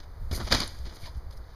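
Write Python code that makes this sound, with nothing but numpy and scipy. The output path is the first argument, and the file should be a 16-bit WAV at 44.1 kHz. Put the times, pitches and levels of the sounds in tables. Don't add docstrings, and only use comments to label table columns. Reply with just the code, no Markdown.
import sys
import numpy as np
from scipy import signal
from scipy.fft import rfft, irfft
from scipy.io import wavfile
from scipy.ndimage import map_coordinates

SR = 44100
rng = np.random.default_rng(int(sys.argv[2]) if len(sys.argv) > 2 else 0)


def wav_record(signal):
    frames = np.transpose(np.atleast_2d(signal))
    bounded = np.clip(frames, -1, 1)
    quanta = np.round(bounded * 32767).astype(np.int16)
    wavfile.write(sys.argv[1], SR, quanta)


N = 68355

# time in seconds, level in dB.
WIND_LEVELS = [(0, -41), (.17, -41), (.22, -31), (.3, -34), (.45, -34), (.62, -33.5), (.72, -43.5),
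               (.82, -32), (.96, -48), (1.05, -39), (1.2, -41.5), (1.4, -38.5), (1.45, -46.5), (1.55, -42)]
# frequency in Hz, relative level in dB.
WIND_TONE = [(12, 5), (25, 5.5), (45, 0.5), (75, 3.5), (115, -9.5), (160, -19.5), (260, -33), (600, -52.5)]
HUSH_TONE = [(60, 13), (200, -3.5), (500, 0), (1100, -4), (1900, -10), (3200, -23), (4700, -13),
             (6500, -22.5), (8200, -31), (10000, -24.5), (15000, -27.5)]
SCUFF_TONE = [(500, -1.5), (2500, -26), (4800, 3.5), (7000, -4.5), (8500, -8), (10200, -1), (12000, -4.5),
              (14000, -12.5), (15500, -33)]
SLIDE_TONE = [(200, -26), (620, -6), (1000, -5), (2200, -2), (3200, -2), (4400, 2), (5200, 2), (6200, -28),
              (9000, -24), (15000, -34)]
TICK_TONE = [(1000, -10), (5000, 0.5), (9000, -4), (9800, -14), (10400, -9), (11400, -5), (15000, -29)]
STEEL_TONE = [(300, -13.5), (1200, -6), (2200, -3.5), (3300, -2.5), (4400, -0.5), (5100, 1.5), (5900, -4.5),
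              (6900, -11), (8200, -22), (10000, -15.5), (15000, -34.5)]
SLAP_TONE = [(60, -15), (125, 0), (160, -9.5), (200, 3), (400, -10), (600, -7.5), (900, -9.5), (1200, -11),
             (1600, -12.5), (2100, -16), (3500, -22), (7000, -22.5), (15000, -63)]
# peak time in seconds, level in dB, rise and fall times in seconds.
MAT_SCUFFS = [(.312, -48, 0.00093, .014), (.331, -37.5, 0.0057, 0.014), (.354, -32.5, 0.01, 0.02),
              (.46, -48.5, 0.052, 0.036), (.53, -46, 0.0065, 0.15), (.645, -40.5, 0.0016, 0.0026),
              (.96, -50.5, 0.023, 0.014), (1.02, -51.5, 0.034, 0.051), (1.072, -55.5, 0.031, 0.013),
              (1.166, -58, .002, 0.023), (1.31, -54, 0.0023, .006), (1.332, -56.5, 0.0064, .01),
              (1.375, -53.5, 0.0077, 0.0075)]
SOLE_SLIDES = [(1.062, -44.5, 0.025, 0.018)]
SPRING_RATTLES = [(0, -45.5, .005, 0.009), (.036, -52, 0.0072, 0.0084), (.313, -40.5, 0.0013, 0.048),
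                  (.352, -40, 0.011, 0.009), (.403, -41.5, 0.0061, 0.037), (.452, -37.5, 0.0049, 0.0063),
                  (.477, -37, 0.01, 0.017), (.526, -18, 0.0088, 0.013), (.549, -25.5, 0.011, 0.049),
                  (.621, -30, 0.02, 0.019), (.858, -47, 0.0065, 0.074), (.968, -45, 0.0041, 0.0033),
                  (1.066, -47, 0.05, 0.025), (1.145, -56, 0.0036, 0.017), (1.312, -54.5, 0.0049, 0.0055),
                  (1.328, -54.5, 0.0043, 0.0083), (1.37, -58, 0.0028, 0.0026), (1.53, -61, 0.074, 0.057)]
PAD_SLAPS = [(.3125, -35.5, 0.0008, 0.0095), (.331, -37.5, 0.0044, 0.0076), (.378, -36, 0.0052, 0.0098),
             (.406, -33, 0.0066, 0.021), (.478, -34, 0.0082, 0.0068), (.526, -22.5, 0.0091, 0.012),
             (.536, -33, 0.0025, 0.0042), (.550, -27.5, 0.015, 0.017), (.605, -34, 0.0075, 0.01),
             (.622, -34.5, 0.011, 0.023), (.859, -47, 0.0079, 0.013), (.922, -48, 0.016, 0.023),
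             (.97, -49, 0.0049, 0.0069)]
FRAME_THUDS = [(.313, -31, 0.00084, 0.0049), (.330, -26, 0.002, 0.0031), (.402, -29, 0.0042, 0.0031),
               (.521, -26, 0.0029, 0.016), (.584, -27, 0.0021, 0.0052), (.858, -45.5, 0.0034, 0.025),
               (.922, -51.5, .003, 0.0091)]
# peak time in seconds, level in dB,
# rise and fall times in seconds, pitch in Hz, glide in octaves per second.
SWISH_GLIDES = [(.333, -43, .006, 0.015, 2364, -9), (.413, -42, 0.0065, 0.013, 1272, 3.5),
                (1.048, -50.5, 0.022, 0.011, 2150, -11), (1.075, -49, 0.0056, 0.011, 990, 0),
                (1.08, -50, 0.0056, 0.01, 644, 0.5)]
# peak time in seconds, level in dB, pitch in Hz.
HOOK_CHIRPS = [(.526, -14, 5100), (0.6044, -19, 4800), (0.618, -27.5, 4590), (0.636, -28.5, 4600),
               (0.647, -36, 4900), (0.6765, -34, 10240), (1.311, -51, 5000), (1.325, -54, 3810),
               (1.329, -48, 5250), (1.377, -46, 5240), (1.4413, -58.5, 4080)]
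# start in seconds, level in dB.
HOOK_CLANKS = [(.5172, -36), (.5207, -18.5), (.5248, -18), (.5260, -23), (.5305, -18.5), (.5405, -16),
               (.5485, -14), (.6028, -39), (.6053, -23), (.6165, -26), (.634, -31)]
HOOK_TICKS = [(.6028, -22.5), (.6765, -32), (.7876, -45), (.83, -55)]
# pitch in Hz, relative level in dB, seconds to fade 60 dB.
HOOK_NOTES = [(6550, 1, 0.45), (7110, 0, .22)]
SPRING_NOTES = [(1260, -15, 0.17), (1955, -1, 0.77), (3890, 4, 0.14), (4356, 2, 0.4), (4530, -9, .4),
                (5000, -13, 0.29), (4710, 15, 0.1), (5030, 11, 0.26)]
FRAME_NOTES = [(124, -4, 0.06), (214.4, -0.5, 0.083), (271, -5.5, 0.116), (336, 1.5, 0.087),
               (366, -4.5, 0.096)]
# start in seconds, level in dB, pitch in Hz.
MAT_THUMPS = [(0.312, -19, 75.6), (0.325, -19, 69.4), (0.365, -18, 30), (0.392, -18, 55.5),
              (0.445, -18.5, 38), (0.527, -17.5, 63), (0.547, -12, 49.5), (0.601, -34, 71.5),
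              (0.777, -34, 65), (0.849, -22, 46.7), (1.029, -30.5, 124), (1.155, -26.5, 61.4),
              (1.171, -19.5, 61), (1.265, -26.5, 42.3), (1.354, -27, 51)]
# centre in Hz, width in Hz, level at the centre in dB.
HOUSING_NOTCHES = [(2683, 745, -46), (5507, 730, -47), (7820, 2240, -28), (10890, 770, -39),
                   (12700, 1600, -5.5)]


def gain(db):
    return 10 ** (np.asarray(db) / 20)


def unit(x):
    return x / np.sqrt(np.mean(x ** 2) + 1e-18)


def since(start):
    return np.arange(N) / SR - start


def through(x, response):
    return signal.fftconvolve(x, response / np.sqrt(np.sum(response ** 2)))[:N]


def shape_tone(x, points, size=8192):
    hz, db = np.array(points, float).T
    freqs = np.maximum(np.fft.rfftfreq(size, 1 / SR), 1)
    curve_db = np.interp(np.log(freqs), np.log(hz), db)
    cepstrum = irfft(np.log(gain(curve_db)))
    cepstrum[1:size // 2] *= 2
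    cepstrum[size // 2 + 1:] = 0
    return through(x, irfft(np.exp(rfft(cepstrum))))


def swells(table):
    power = 0
    for peak, db, rise, fall in table:
        t = since(peak)
        burst = gain(db) * np.exp(-np.maximum(-t / rise, t / fall))
        power = power + burst ** 2
    return np.sqrt(power)


def contacts(per_s, scatter_db):
    hit = rng.random(N) < per_s / SR
    size = gain(scatter_db * np.clip(rng.standard_normal(N), -2, 2))
    return unit(hit * size * rng.choice([-1, 1], N))


def cracks(table, decay_s):
    level = 0
    for start, db in table:
        t = since(start)
        level = level + gain(db) * (t >= 0) * np.exp(-np.abs(t) / decay_s)
    return level * rng.choice([-1, 1], N)


def fade(fade_s):
    return np.exp(-np.log(1000) * since(0) / fade_s)


def tail(x, fade_s):
    return through(x, rng.standard_normal(N) * fade(fade_s))


def ring(x, notes):
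    t = since(0)
    response = sum(gain(db) * np.sin(2 * np.pi * hz * t) * fade(fade_s) for hz, db, fade_s in notes)
    return through(x, response)


def whine(hz, width_hz):
    smooth = signal.butter(2, width_hz / 2, fs=SR, output="sos")
    size, drift = (unit(signal.sosfilt(smooth, rng.standard_normal(N))) for _ in range(2))
    pitch = hz + drift * width_hz / 2
    return unit(gain(2 * size) * np.sin(2 * np.pi * np.cumsum(pitch) / SR))


def wind_and_hush(hush_db=-51.5):
    gusts = gain(np.interp(since(0), *np.array(WIND_LEVELS).T))
    rumble = gusts * shape_tone(rng.standard_normal(N), WIND_TONE)
    return rumble + gain(hush_db) * shape_tone(rng.standard_normal(N), HUSH_TONE)


def scuffs():
    return shape_tone(swells(MAT_SCUFFS) * contacts(per_s=7500, scatter_db=6.5), SCUFF_TONE)


def sole_slide(swish_hz=1004, fall_s=0.043, depth=0.65):
    rub = contacts(per_s=6800, scatter_db=2.5)
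    t = since(SOLE_SLIDES[0][0])
    delay = SR / swish_hz * np.exp(np.clip(t / fall_s, -2, 2))
    delayed = map_coordinates(rub, [np.arange(N) - delay], mode="mirror")
    swish = unit(rub + depth * delayed)
    return shape_tone(swells(SOLE_SLIDES) * swish, SLIDE_TONE)


def swish_glides():
    out = 0
    for peak, db, rise, fall, hz, glide in SWISH_GLIDES:
        pitch = hz * 2 ** np.clip(glide * since(peak), -1, 1)
        out = out + swells([(peak, db, rise, fall)]) * whine(pitch, width_hz=120)
    return out


def hook_chirps(rise_s=0.001, fall_s=0.0021):
    return sum(swells([(peak, db, rise_s, fall_s)]) * whine(hz, width_hz=604)
               for peak, db, hz in HOOK_CHIRPS)


def springs():
    chatter = swells(SPRING_RATTLES) * contacts(per_s=2200, scatter_db=3.5)
    blows = chatter + cracks(HOOK_CLANKS, decay_s=0.0016)
    steel = shape_tone(blows, STEEL_TONE)
    taps = cracks(HOOK_TICKS, decay_s=0.0025)
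    ticks = shape_tone(taps, TICK_TONE) + gain(-16) * ring(taps, HOOK_NOTES)
    ringing = gain(-21) * ring(blows, SPRING_NOTES)
    coil_shimmer = gain(-20) * tail(steel, fade_s=0.45)
    return steel + ringing + coil_shimmer + ticks


def mat_slaps():
    claps = swells(PAD_SLAPS) * contacts(per_s=2200, scatter_db=2.5)
    thuds = swells(FRAME_THUDS) * contacts(per_s=4000, scatter_db=2.0)
    return shape_tone(claps, SLAP_TONE) + ring(thuds, FRAME_NOTES)


def mat_thumps(attack_s=0.0044, decay_s=0.01, overtone_ratio=1.68, overtone_db=-16):
    out = 0
    for start, db, hz in MAT_THUMPS:
        t = np.maximum(since(start), 0)
        phase = 2 * np.pi * hz * t
        swing = np.sin(phase) + gain(overtone_db) * np.sin(overtone_ratio * phase)
        out = out + gain(db) * swing * (1 - np.exp(-t / attack_s)) * np.exp(-t / decay_s)
    return out


def scene():
    near = mat_slaps() + springs() + hook_chirps() + scuffs() + sole_slide() + swish_glides()
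    echo = gain(-20) * tail(near, fade_s=0.88)
    return (near + mat_thumps() + echo + wind_and_hush())[None]


def record(dry, ceiling_db=-7, top_hz=15150):
    for hz, width, depth_db in HOUSING_NOTCHES:
        b, a = signal.iirnotch(hz, hz / width, fs=SR)
        dry = gain(depth_db) * dry + (1 - gain(depth_db)) * signal.lfilter(b, a, dry)
    rounded = dry / (1 + (dry / gain(ceiling_db)) ** 4) ** 0.25
    treble_cut = signal.ellip(10, .2, 80, top_hz, fs=SR, output="sos")
    return signal.sosfilt(treble_cut, rounded)


dry = scene()
out = record(dry)
wav_record(out)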